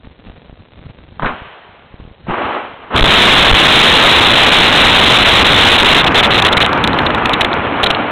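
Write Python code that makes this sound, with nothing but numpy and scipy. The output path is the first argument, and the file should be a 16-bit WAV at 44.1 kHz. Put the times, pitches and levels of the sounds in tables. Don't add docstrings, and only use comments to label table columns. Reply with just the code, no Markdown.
import sys
import numpy as np
from scipy import signal
from scipy.fft import rfft, irfft, next_fast_len
from scipy.io import wavfile
from scipy.ndimage import uniform_filter1d, map_coordinates

SR = 44100
rng = np.random.default_rng(int(sys.argv[2]) if len(sys.argv) > 2 else 0)


def bounce(signal):
    frames = np.transpose(np.atleast_2d(signal))
    limited = np.clip(frames, -1, 1)
    pcm = np.round(limited * 32767).astype(np.int16)
    wavfile.write(sys.argv[1], SR, pcm)


N = 357651


def amp(db):
    return 10 ** (np.asarray(db) / 20)


def unit(x):
    return x / np.sqrt(np.mean(x ** 2) + 1e-20)


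def clock():
    return np.arange(N) / SR


def wobble(rate):
    knots = rng.standard_normal(int(N * rate / SR) + 4)
    return unit(map_coordinates(knots, [clock() * rate]))


def filtered(x, response):
    m = next_fast_len(N + SR // 2)
    hz = np.fft.rfftfreq(m, 1 / SR)
    return irfft(rfft(x, m) * response(hz), m)[:N]


def coloured(x, spectrum):
    f, db = np.transpose(spectrum)
    return filtered(x, lambda hz: amp(np.interp(np.log(hz + 1), np.log(f), db)))


def narrow(x, edge_hz=4020, slope_hz=85):
    return filtered(x, lambda hz: .5 - .5 * np.tanh((hz - edge_hz) / (2 * slope_hz)))


def noise(spectrum):
    x = coloured(rng.standard_normal(N), spectrum)
    return x / np.std(narrow(x))


def burst(start, t60, attack=0.0003):
    t = np.maximum(clock() - start, 0)
    rise = 1 - np.exp(-t / attack)
    return rise * amp(-60 * np.minimum(t / t60, 3))


def swell(peak_s, half_length):
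    return np.exp(-((clock() - peak_s) / half_length) ** 2)


def burn(start, attack, sag_db_per_s, end, fall_db_per_s):
    t = clock()
    rise = np.clip((t - start) / attack, 0, 1) ** 2
    sag_db = sag_db_per_s * np.maximum(t - start, 0)
    fall_db = fall_db_per_s * np.maximum(t - end, 0)
    return rise * amp(-sag_db - fall_db)


IGNITION_S, CLIMB_S = 2.905, 5.54
# f/Hz, level/dB per Hz
ROAR_SPECTRUM = [(25, -29), (70, -10), (150, -5), (280, -0.6), (500, -2.5), (800, -0.2), (1400, -2),
                 (1900, -9), (2400, -8.5), (3100, -14), (4000, -25.5)]


def roar(level_db=-11, surge_db=0.9, flutter_db=1.42, clump_db=0.9, clump_s=0.049, full_clump_s=.011):
    flame = burn(IGNITION_S - .015, attack=0.065, sag_db_per_s=0.03, end=CLIMB_S, fall_db_per_s=1.67)
    near_clump = sum(length / full_clump_s * swell(s, clump_s)
                     for s, length, db in SHOCK_CLUMPS if s > CLIMB_S)
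    level = amp(level_db + clump_db * np.minimum(near_clump, 1))
    turbulence = unit(amp(surge_db * wobble(25) + flutter_db * wobble(220)))
    return level * flame * turbulence * noise(ROAR_SPECTRUM)


STREAM_START_S, STREAM_END_S = 2.955, 6.02


def shock_share(build_s=.17, first_share=0.96, sag_per_s=0.06, thinning_s=0.055,
                stray_share=0.17, stray_s=.4):
    t = clock()
    age = t - STREAM_START_S
    held = np.clip(age / build_s, 0, 1) * (first_share - sag_per_s * age)
    stream = held * (.5 - .5 * np.tanh((t - STREAM_END_S) / (2 * thinning_s)))
    return np.maximum(stream, stray_share * swell(STREAM_END_S, stray_s))


# t/s, length/s, level/dB
SHOCK_CLUMPS = [(2.962, .006, -8.5), (5.988, 0.023, -7), (6.062, 0.023, -8), (6.145, .065, -6.5),
                (6.228, 0.033, -7), (6.306, .025, -8.5), (6.346, .014, -7), (6.379, 0.017, -6.5),
                (6.421, .006, -6), (6.449, 0.024, -6), (6.481, 0.0093, -8.5), (6.526, .013, -8),
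                (6.569, 0.013, -7), (6.604, .027, -6.5), (6.645, 0.0097, -9), (6.663, 0.0011, -4.5),
                (6.731, 0.00088, -8), (6.84, .01, -7), (6.875, .0022, -4.5), (6.932, .0014, -8.5),
                (6.988, 0.0062, -7), (7.064, 0.0063, -8.5), (7.105, 0.0016, -10), (7.148, 0.0017, -7.5),
                (7.256, 0.005, -5.5), (7.295, 0.00086, -6.5), (7.334, 0.0099, -8), (7.409, .011, -6),
                (7.447, .005, -7.5), (7.531, 0.001, -8.5), (7.832, .013, -6), (7.862, .011, -7.5),
                (7.903, .0097, -7), (7.948, .003, -9.5)]


def shocks(clump_rate=180, shock_rate=540, stream_db=-6.0, front_db=3, front_s=0.00085,
           scatter_db=1.03, edge_s=0.0004):
    t = clock()
    grouping = unit(wobble(clump_rate) + wobble(shock_rate))
    chance = .5 + .5 * np.tanh(0.88 * grouping)
    overload = 1. * (chance < shock_share())
    strength = overload * amp(stream_db)
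    for s, length, db in SHOCK_CLUMPS:
        inside = (t >= s) & (t < s + length)
        front = front_db * np.exp(-(t[inside] - s) / front_s)
        overload[inside] = 1
        strength[inside] = amp(db + front)
    strength *= amp(scatter_db * wobble(shock_rate))
    return uniform_filter1d(np.array([overload, strength]), max(int(edge_s * SR), 1), axis=1)


# f/Hz, level/dB per Hz
RASP_SPECTRUM = [(25, 1), (300, -1), (1500, -0.1), (2500, 1.56), (3200, 3.5), (3650, 5), (4200, -3)]


def rasp(drive=1.53):
    chatter = signal.hilbert(narrow(noise(RASP_SPECTRUM), edge_hz=4670), next_fast_len(N))[:N]
    return unit(chatter.real / np.sqrt(1 + np.abs(drive * chatter) ** 2))


# t/s, push length/s, suction length/s
BLAST_WAVES = [(3.013, .017, 0.01), (3.516, .018, 0.0063)]


def blast_waves(push=1.4):
    t, wave = clock(), np.zeros(N)
    for s, push_s, suction_s in BLAST_WAVES:
        u = (t - s) / push_s
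        pushing = (u >= 0) & (u < 1)
        sucking = (u >= 1) & (t < s + push_s + suction_s)
        wave += push * (1 - u) ** 2 * pushing
        wave -= sucking
    return uniform_filter1d(np.clip(wave, -1, 1), size=24)


# f/Hz, level/dB per Hz
RUMBLE_SPECTRUM = [(20, -22), (65, 3.5), (150, 2), (290, 1), (420, -12.5), (1000, -29)]


def rumble(thud_db=-7, thud_t60=0.53, climb_db=-18.7, peak_s=5.94, half_length=1.6, throb_db=3.0):
    thud = amp(thud_db) * burst(IGNITION_S + .035, thud_t60, attack=0.011)
    climb = amp(climb_db) * swell(peak_s, half_length)
    return (thud + climb) * unit(amp(throb_db * wobble(24)) * noise(RUMBLE_SPECTRUM))


FLOW_S = 2.77
# f/Hz, level/dB per Hz
BURN_SPECTRUM = [(35, -36), (90, -9.5), (165, -15), (240, 0), (340, 1), (560, 0), (830, 3.5), (1250, 0.5),
                 (1900, -7.5), (3000, -12.5), (4000, -27)]


def gas_flow(level_db=-35.0):
    flow = burn(FLOW_S, attack=0.043, sag_db_per_s=-1, end=IGNITION_S, fall_db_per_s=61)
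    return amp(level_db) * flow * noise(BURN_SPECTRUM)


MOTOR_START_S, MOTOR_BURNOUT_S, MOTOR_DB = 2.255, 2.58, -15


def motor(flutter_db=1.1):
    flame = burn(MOTOR_START_S, attack=0.052, sag_db_per_s=12.5, end=MOTOR_BURNOUT_S, fall_db_per_s=105)
    return amp(MOTOR_DB + flutter_db * wobble(70)) * flame * noise(BURN_SPECTRUM)


# t/s, rms level/dB, t60/s, centre f/Hz, thump level/dB
REPORTS = [(1.1963, -7, 0.0082, 1000, -39), (1.2, -27, 0.3, 1100, -40), (1.221, -14.5, .17, 1100, -25),
           (1.231, -8, 0.036, 800, -12), (1.245, -8, 0.071, 1000, -17), (1.258, -8.5, 0.14, 1520, -32),
           (1.287, -16.5, .28, 1040, -31), (2.269, -26.5, 0.076, 700, -22), (2.284, -20, .08, 800, -15),
           (2.297, -16, .05, 750, -26), (2.905, -20.5, .12, 1000, -34)]
# multiple of its centre f, level/dB per Hz
REPORT_SPECTRUM = [(.03, -20), (.2, 0.5), (.45, -4), (1, 2.5), (1.45, -0.5), (2.1, -15), (2.8, -15.5),
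                   (3.7, -24.5)]
# f/Hz, level/dB per Hz
THUMP_SPECTRUM = [(25, -7), (70, -23), (200, -14), (400, -28), (1000, -37), (4000, -60)]


def reports(thump_t60=0.12, highest=.5):
    sound, low = np.zeros(N), noise(THUMP_SPECTRUM)
    for s, db, t60, centre_hz, thump_db in REPORTS:
        crack = noise(np.multiply(REPORT_SPECTRUM, [centre_hz, 1]))
        sound += amp(db) * burst(s, t60) * crack
        sound += amp(thump_db) * burst(s, thump_t60, attack=0.00075) * low
    return highest * np.tanh(narrow(sound) / highest)


# t/s, level/dB before its build-up and decay, t60/s
PLAIN_ECHOES = [(1.26, -28, 2.08), (2.4, -22.5, 1.6)]
# f/Hz, level/dB per Hz
ECHO_SPECTRUM = [(100, -34), (280, -23), (450, -8.5), (850, -6.5), (1550, -10), (2500, -15), (3050, -13.5),
                 (4000, -27.5)]


def plain():
    tails = sum(amp(db) * burst(s, t60, attack=.03) for s, db, t60 in PLAIN_ECHOES)
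    return tails * noise(ECHO_SPECTRUM)


BREEZE_DB = -47.5
# peak t/s, half-length/s, level/dB
WIND_GUSTS = [(0.062, 0.071, -40.5), (0.3, 0.067, -37), (0.46, 0.058, -42), (0.834, 0.23, -41.5),
              (1.243, 0.12, -35.5), (2.027, .08, -42), (2.4, 0.15, -45), (2.87, 0.11, -52)]


def gustiness():
    gusts = sum(amp(db) * swell(s, half_length) for s, half_length, db in WIND_GUSTS)
    return amp(BREEZE_DB) + gusts


# t/s, relative level/dB
WIND_PATS = [(.073, -25.5), (.286, -26.5), (.3, -24.5), (.497, -27), (.528, -27.5), (.794, -29.5),
             (.866, -27), (1.123, -31.5), (1.42, -24.5), (1.942, -24.5), (2.001, -25.5), (2.052, -27),
             (2.077, -27), (2.114, -29)]
# f/Hz, level/dB per Hz
BUFFET_SPECTRUM = [(20, -9), (60, 5.5), (130, 1.5), (250, -4), (500, -22), (1000, -20.5), (3000, -26)]


def wind(buffet_db=0, lumps_db=5.5, pat_db=2.3, pat_t60=0.03):
    lumpy = unit(noise(BUFFET_SPECTRUM) * amp(lumps_db * wobble(60)))
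    buffet = amp(buffet_db) * gustiness() * lumpy
    pats = sum(rng.choice([-1, 1]) * amp(db + pat_db) * burst(s, pat_t60, attack=0.00052)
               for s, db in WIND_PATS)
    return buffet + coloured(pats, [(10, -10), (50, 4.5), (1000, 9.0), (3000, -6)])


# f/Hz, level/dB per Hz
HISS_SPECTRUM = [(30, 0.19), (600, 0.55), (1500, -2), (4000, -1.6)]


def air(hiss_db=-53.0, tick_db=-49, gust_share=0.42, grain_db=2, tick_rate=900):
    hiss = unit(noise(HISS_SPECTRUM) * amp(grain_db * wobble(150)))
    ticks = (rng.random(N) < tick_rate / SR) * rng.exponential(size=N)
    ticks = coloured(ticks, [(10, -37), (60, -8), (200, -6), (500, -2.5), (1200, -12.5), (4000, -16.5)])
    ticks = unit(narrow(ticks))
    tick_level = amp(tick_db) * (gustiness() / amp(BREEZE_DB)) ** gust_share
    return amp(hiss_db) * hiss - tick_level * ticks


def scene(masking=0.38, travel=.74):
    overload, strength = shocks()
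    blast = blast_waves()
    jet = (roar() + rumble()) * (1 - masking * overload)
    engines = gas_flow() + jet + strength * rasp()
    at_microphone = engines * (1 - np.abs(blast)) ** 2 + travel * blast
    return at_microphone + reports() + motor() + plain() + wind() + air()


# f/Hz, level/dB
OUTPUT_RESPONSE = [(5000, -1), (9000, -2), (12500, -1), (16000, -1)]


def record(dry, ceiling=0.76, hardness=14, top_hz=16100):
    x = narrow(dry, edge_hz=4202, slope_hz=88)
    clipped = x / (1 + np.abs(x / ceiling) ** hardness) ** (1 / hardness)
    return filtered(coloured(clipped, OUTPUT_RESPONSE), lambda hz: hz < top_hz)


dry = scene()
out = record(dry)
bounce(out)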